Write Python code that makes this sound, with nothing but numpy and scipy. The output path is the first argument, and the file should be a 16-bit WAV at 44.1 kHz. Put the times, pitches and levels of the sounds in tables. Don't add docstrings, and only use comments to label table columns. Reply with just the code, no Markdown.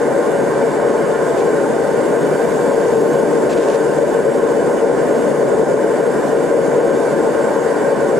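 import sys
import numpy as np
from scipy import signal
from scipy.fft import rfft, irfft, next_fast_len
from scipy.io import wavfile
from scipy.ndimage import uniform_filter1d

SR = 44100
rng = np.random.default_rng(int(sys.argv[2]) if len(sys.argv) > 2 else 0)


def gain_from_decibels(decibels):
    exponent = np.asarray(decibels, float) / 20
    return 10 ** exponent


def file_out(sig):
    cols = np.atleast_2d(sig).T
    lim = np.clip(cols, -1, 1)
    pcm = np.round(lim * 32767).astype(np.int16)
    wavfile.write(sys.argv[1], SR, pcm)


N = 361179
FRAME_HZ = np.fft.rfftfreq(512, 1 / SR)
HZ = np.fft.rfftfreq(next_fast_len(N), 1 / SR)


def evened(x):
    return x / np.sqrt(np.mean(x ** 2) + 1e-20)


def read(points, hz):
    point_hz, value = np.transpose(points)
    return np.interp(np.log(hz + 1), np.log(point_hz + 1), value)


def spells(rows, t, edge_s):
    total = 0
    for start, length, height in rows:
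        to_edge_s = np.minimum(t - start, start + length - t)
        total = total + height * np.clip(to_edge_s / edge_s, 0, 1)
    return total


def two_part(rows, split_hz, width_hz, follows):
    s, db = np.transpose(rows)
    upper = np.clip((FRAME_HZ[:, None] - split_hz) / width_hz, 0, 1)
    return lambda t: (1 + (follows - 1) * upper) * np.interp(t, s, db)


def turbulence(field_db, patchy_db, flicker_db):
    t = np.arange(N // 176 + 5) * 176 / SR
    real, imag = rng.standard_normal((2, 3, len(FRAME_HZ), len(t)))
    patches = rng.standard_normal((len(FRAME_HZ), len(t)))
    patches = uniform_filter1d(patches, size=7, axis=0)
    patches = evened(uniform_filter1d(patches, size=22, axis=1))
    flicker = evened(uniform_filter1d(rng.standard_normal(len(t)), size=7))
    level_db = field_db(t) + patchy_db * patches + flicker_db * flicker
    frames = (real + 1j * imag) * gain_from_decibels(level_db)
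    noise = signal.istft(frames, nperseg=512, noverlap=336)[1][:, :N]
    return rfft(noise, next_fast_len(N))


def ports(noise, spectrum, modes, ripple_db):
    # hz, lead_rad
    lead = [(30, 0), (140, .9), (225, 1.1), (500, .4), (530, 2), (555, -.65), (640, -1), (690, 0),
            (1060, .1), (1120, 1.1), (1290, .4), (1325, 2.4), (1365, -1.8), (1400, 0)]
    # hz, left_minus_right_db
    lean = [(60, -3), (140, 0.3), (260, 2.5), (400, 0), (700, 0.3), (3000, -0.8), (9000, 0.3)]
    # hz, shared_power_0_to_1
    likeness = [(30, 0.45), (100, 0.95), (140, 0.97), (480, 0.96), (1100, 0.84), (2600, 0.71), (5000, 0.59),
                (9000, 0.75), (13000, 1)]
    side = np.array([[0.5], [-0.5]])
    colour_db = read(spectrum, HZ) + side * read(lean, HZ)
    for hz, width_hz, *db in modes:
        near = abs(HZ - hz) < 2 * width_hz
        bell = 0.5 ** ((2 * (HZ[near] - hz) / width_hz) ** 2)
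        colour_db[:, near] += np.outer(db, bell)
    walls = uniform_filter1d(rng.standard_normal((3, len(HZ))), size=110)
    walls = uniform_filter1d(walls, size=110)
    walls = walls - uniform_filter1d(walls, size=1500)
    colour_db = colour_db + ripple_db * evened(walls[0] + 0.7 * walls[1:])
    same = np.clip(read(likeness, HZ), 0, 1)
    direct = np.sqrt(same) * noise[0] * np.exp(1j * side * read(lead, HZ))
    scattered = np.sqrt(1 - same) * noise[1:]
    return (direct + scattered) * gain_from_decibels(colour_db)


def level(pair, lo_hz, hi_hz):
    band = pair.mean(0) * (HZ > lo_hz) * (HZ < hi_hz)
    return irfft(pair, next_fast_len(N))[:, :N] / irfft(band).std()


def scuffs():
    # start_s, length_s, level_db
    strokes = [
        (1.357, 0.07, -43),
        (3.48, 0.075, -39.5),
        (3.55, 0.117, -42.5),
        (3.668, 0.11, -41.5),
    ]
    # hz, level_db_per_hz
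    rub_spectrum = [(1500, -20), (2500, 3), (3500, -2), (5500, -4.5), (7000, -3), (10000, -16),
                    (14000, -40)]
    t = np.arange(N) / SR
    rows = [(start, length, gain_from_decibels(db)) for start, length, db in strokes]
    stroke = spells(rows, t, edge_s=0.022)
    grain = gain_from_decibels(1.9 * evened(uniform_filter1d(rng.standard_normal(N), size=200)))
    noise = rfft(rng.standard_normal((3, N)) * grain, next_fast_len(N))
    middle, left, right = noise * gain_from_decibels(read(rub_spectrum, HZ))
    pair = np.array([middle + 0.77 * left, middle + 0.45 * right])
    return stroke * level(pair, 2160, 6600)


def jet():
    # time_s, swell_db
    pressure = [(0, 0.1), (0.8, -0.1), (2.1, 0.5), (2.7, 1.4), (2.9, 1), (3.15, 1.5), (3.35, 0.5),
                (4.1, 0.5), (4.9, -0.6), (5.2, 0.8), (5.45, -0.5), (6.0, 0), (7.1, 0), (7.4, 0),
                (8.19, -0.5)]
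    # start_s, length_s, lift_db
    fizz = [
        (2.28, 0.5, 10),
        (2.87, 0.41, 10),
    ]
    # hz, level_db_per_hz
    hiss = [(2500, -0.5), (4000, -6), (6000, -2), (7500, -1), (10250, -5.5), (10450, -12), (11400, -9),
            (12050, -15), (12600, -17), (13150, -19), (13600, -25), (15000, -33), (16000, -39)]
    # hz, width_hz, left_db, right_db
    nozzle = [(2565, 48, -5, -3), (2700, 43, -3, -6), (2880, 650, 1.5, 4), (3576, 160, 3.5, 7.5),
              (4620, 140, 5, 6), (6009, 480, -5.6, -7), (6480, 390, 4.9, 2.5), (6820, 89, 5, 4),
              (6952, 162, -5, -3.3), (7240, 182, -3, -5), (7580, 320, 5.6, 3), (3120, 90, -5, -2),
              (4170, 200, -1, -3), (8163, 121, -2.4, -4), (8482, 88, 4.5, 3), (9354, 203, 2, 3),
              (10350, 110, 1.5, 3)]
    flow = two_part(pressure, 8400, 4000, follows=1.9)
    top = np.clip((FRAME_HZ[:, None] - 12600) / 1800, 0, 1)

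    def field_db(t):
        return flow(t) + top * spells(fizz, t, edge_s=0.08)

    noise = turbulence(field_db, patchy_db=0.75, flicker_db=0.3)
    pair = ports(noise, [(1000, -40), (2200, -12)] + hiss, nozzle, ripple_db=3.0)
    return gain_from_decibels(-43.5) * level(pair, 6200, 10200)


def flame():
    # time_s, swell_db
    roar_swell = [(0, -0.3), (0.7, -1.3), (1.5, -0.84), (2.1, 0.5), (2.5, -0.5), (3.0, 1), (3.7, 0),
                  (4.7, 0.65), (5.1, 0.1), (5.6, 1), (6.0, -0.3), (6.4, 0.5), (7.2, 0.1), (7.73, -1.8),
                  (8.19, -0.2)]
    # hz, level_db_per_hz
    roar = [(25, -28), (50, -35), (75, -21.5), (115, -30), (135, -8.5), (300, -3), (480, 0.0), (800, -14),
            (1300, -23), (1600, -22), (2700, -36.0)]
    # hz, width_hz, left_db, right_db
    cavity = [(193.7, 37, -4, -3), (347, 17, 1, -4), (459.8, 16.4, 3.5, 1), (469, 98, 6.0, 3),
              (516, 25, -6.5, -1.5), (534, 25, 1.1, -8.5), (569, 80, 8, 6), (633, 19, 1.5, -7),
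              (671, 25, 2, 6.5), (781, 28, 3.5, 8), (828, 25, -6, -10), (888.3, 46, 10.5, 7.5),
              (996, 63, 6.5, 10), (1057, 24, 6, 2.5), (1091, 32, -2, 11.5), (1158, 25, 5.5, -2),
              (1235, 22, -4, -6), (1254, 42, 5.5, 5), (1357, 16, -3, 4), (1429, 33, 4.5, 9.5),
              (1547, 176, 7, 8), (1630, 17, -8, -5.7), (1733, 35, 4.5, 8), (1844, 28, 4, 4.5),
              (1882, 72, 3, 3.5), (1970, 37, 3.8, 4.0), (2017, 16, 6.5, 7), (2136, 47, 1.5, 8.5),
              (2318, 86, 1.7, 8), (2633, 25, 0.9, 8.4)]
    catch_s, catch_db = 0.1, -3
    swell = two_part(roar_swell, 580, 330, follows=-0.64)
    low = FRAME_HZ[:, None] < 750

    def field_db(t):
        return swell(t) + low * catch_db * np.clip(1 - t / catch_s, 0, 1)

    noise = turbulence(field_db, patchy_db=0.3, flicker_db=-0.01)
    upper_end = [(2350, -33), (2480, -42), (2700, -46), (3100, -58), (5000, -80)]
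    pair = ports(noise, roar[:-1] + upper_end, cavity, ripple_db=1.1)
    return gain_from_decibels(-16.0) * level(pair, 250, 750)


def scene():
    return scuffs() + jet() + flame()


def limited(x):
    peak_db = 20 * np.log10(abs(x).max(0) + 1e-6)
    fall_db = np.arange(N) * 60 / SR
    held_db = np.maximum.accumulate(peak_db + fall_db) - fall_db
    over_db = np.maximum(held_db + 6.5, 0)
    return x * gain_from_decibels(1.33 - 0.52 * uniform_filter1d(over_db, size=90))


def thinned(x):
    # start_s, length_s
    folds = [(0.33, 0.1), (0.7, 0.03), (0.78, 0.12), (0.97, 0.03), (1.04, 0.05), (2.17, 0.09), (2.69, 0.07),
             (2.97, 0.07), (3.11, 0.11), (3.48, 0.11), (4.23, 0.2), (4.7, 0.04), (5.1, 0.12), (5.53, 0.04),
             (5.98, 0.12), (6.32, 0.05), (6.78, 0.19), (7.38, 0.07), (7.92, 0.04)]
    middle_side = np.array([x[0] + x[1], x[0] - x[1]]) / 2
    hz, t, (mid, side) = signal.stft(middle_side, SR, nperseg=1024)
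    folded = sum((t > start) & (t < start + length) for start, length in folds)
    spell = np.outer(hz > 4200, folded)
    row, column = np.arange(len(hz))[:, None] // 4, np.arange(len(t)) // 6
    tile = row * (column.max() + 1) + column
    power = np.bincount(tile.ravel(), abs(mid.ravel()) ** 2)
    tile_db = 10 * np.log10(power / np.bincount(tile.ravel()))
    tile_db += 3.0 * rng.standard_normal(len(tile_db))
    limit_db = np.median(tile_db[tile[(hz > 11000) & (hz < 11500)]]) - 8.5
    kept = (tile_db[tile] > limit_db) | (hz[:, None] < 9000)
    pair = np.array([mid * kept, side * kept * (spell == 0)])
    mid, side = signal.istft(pair, SR, nperseg=1024)[1][:, :N]
    return np.array([mid + side, mid - side])


def band_limit(x):
    return signal.sosfilt(signal.butter(12, 14850, fs=SR, output="sos"), x)


def record(dry):
    mix = thinned(limited(dry))
    return band_limit(mix)


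dry = scene()
out = record(dry)
file_out(out)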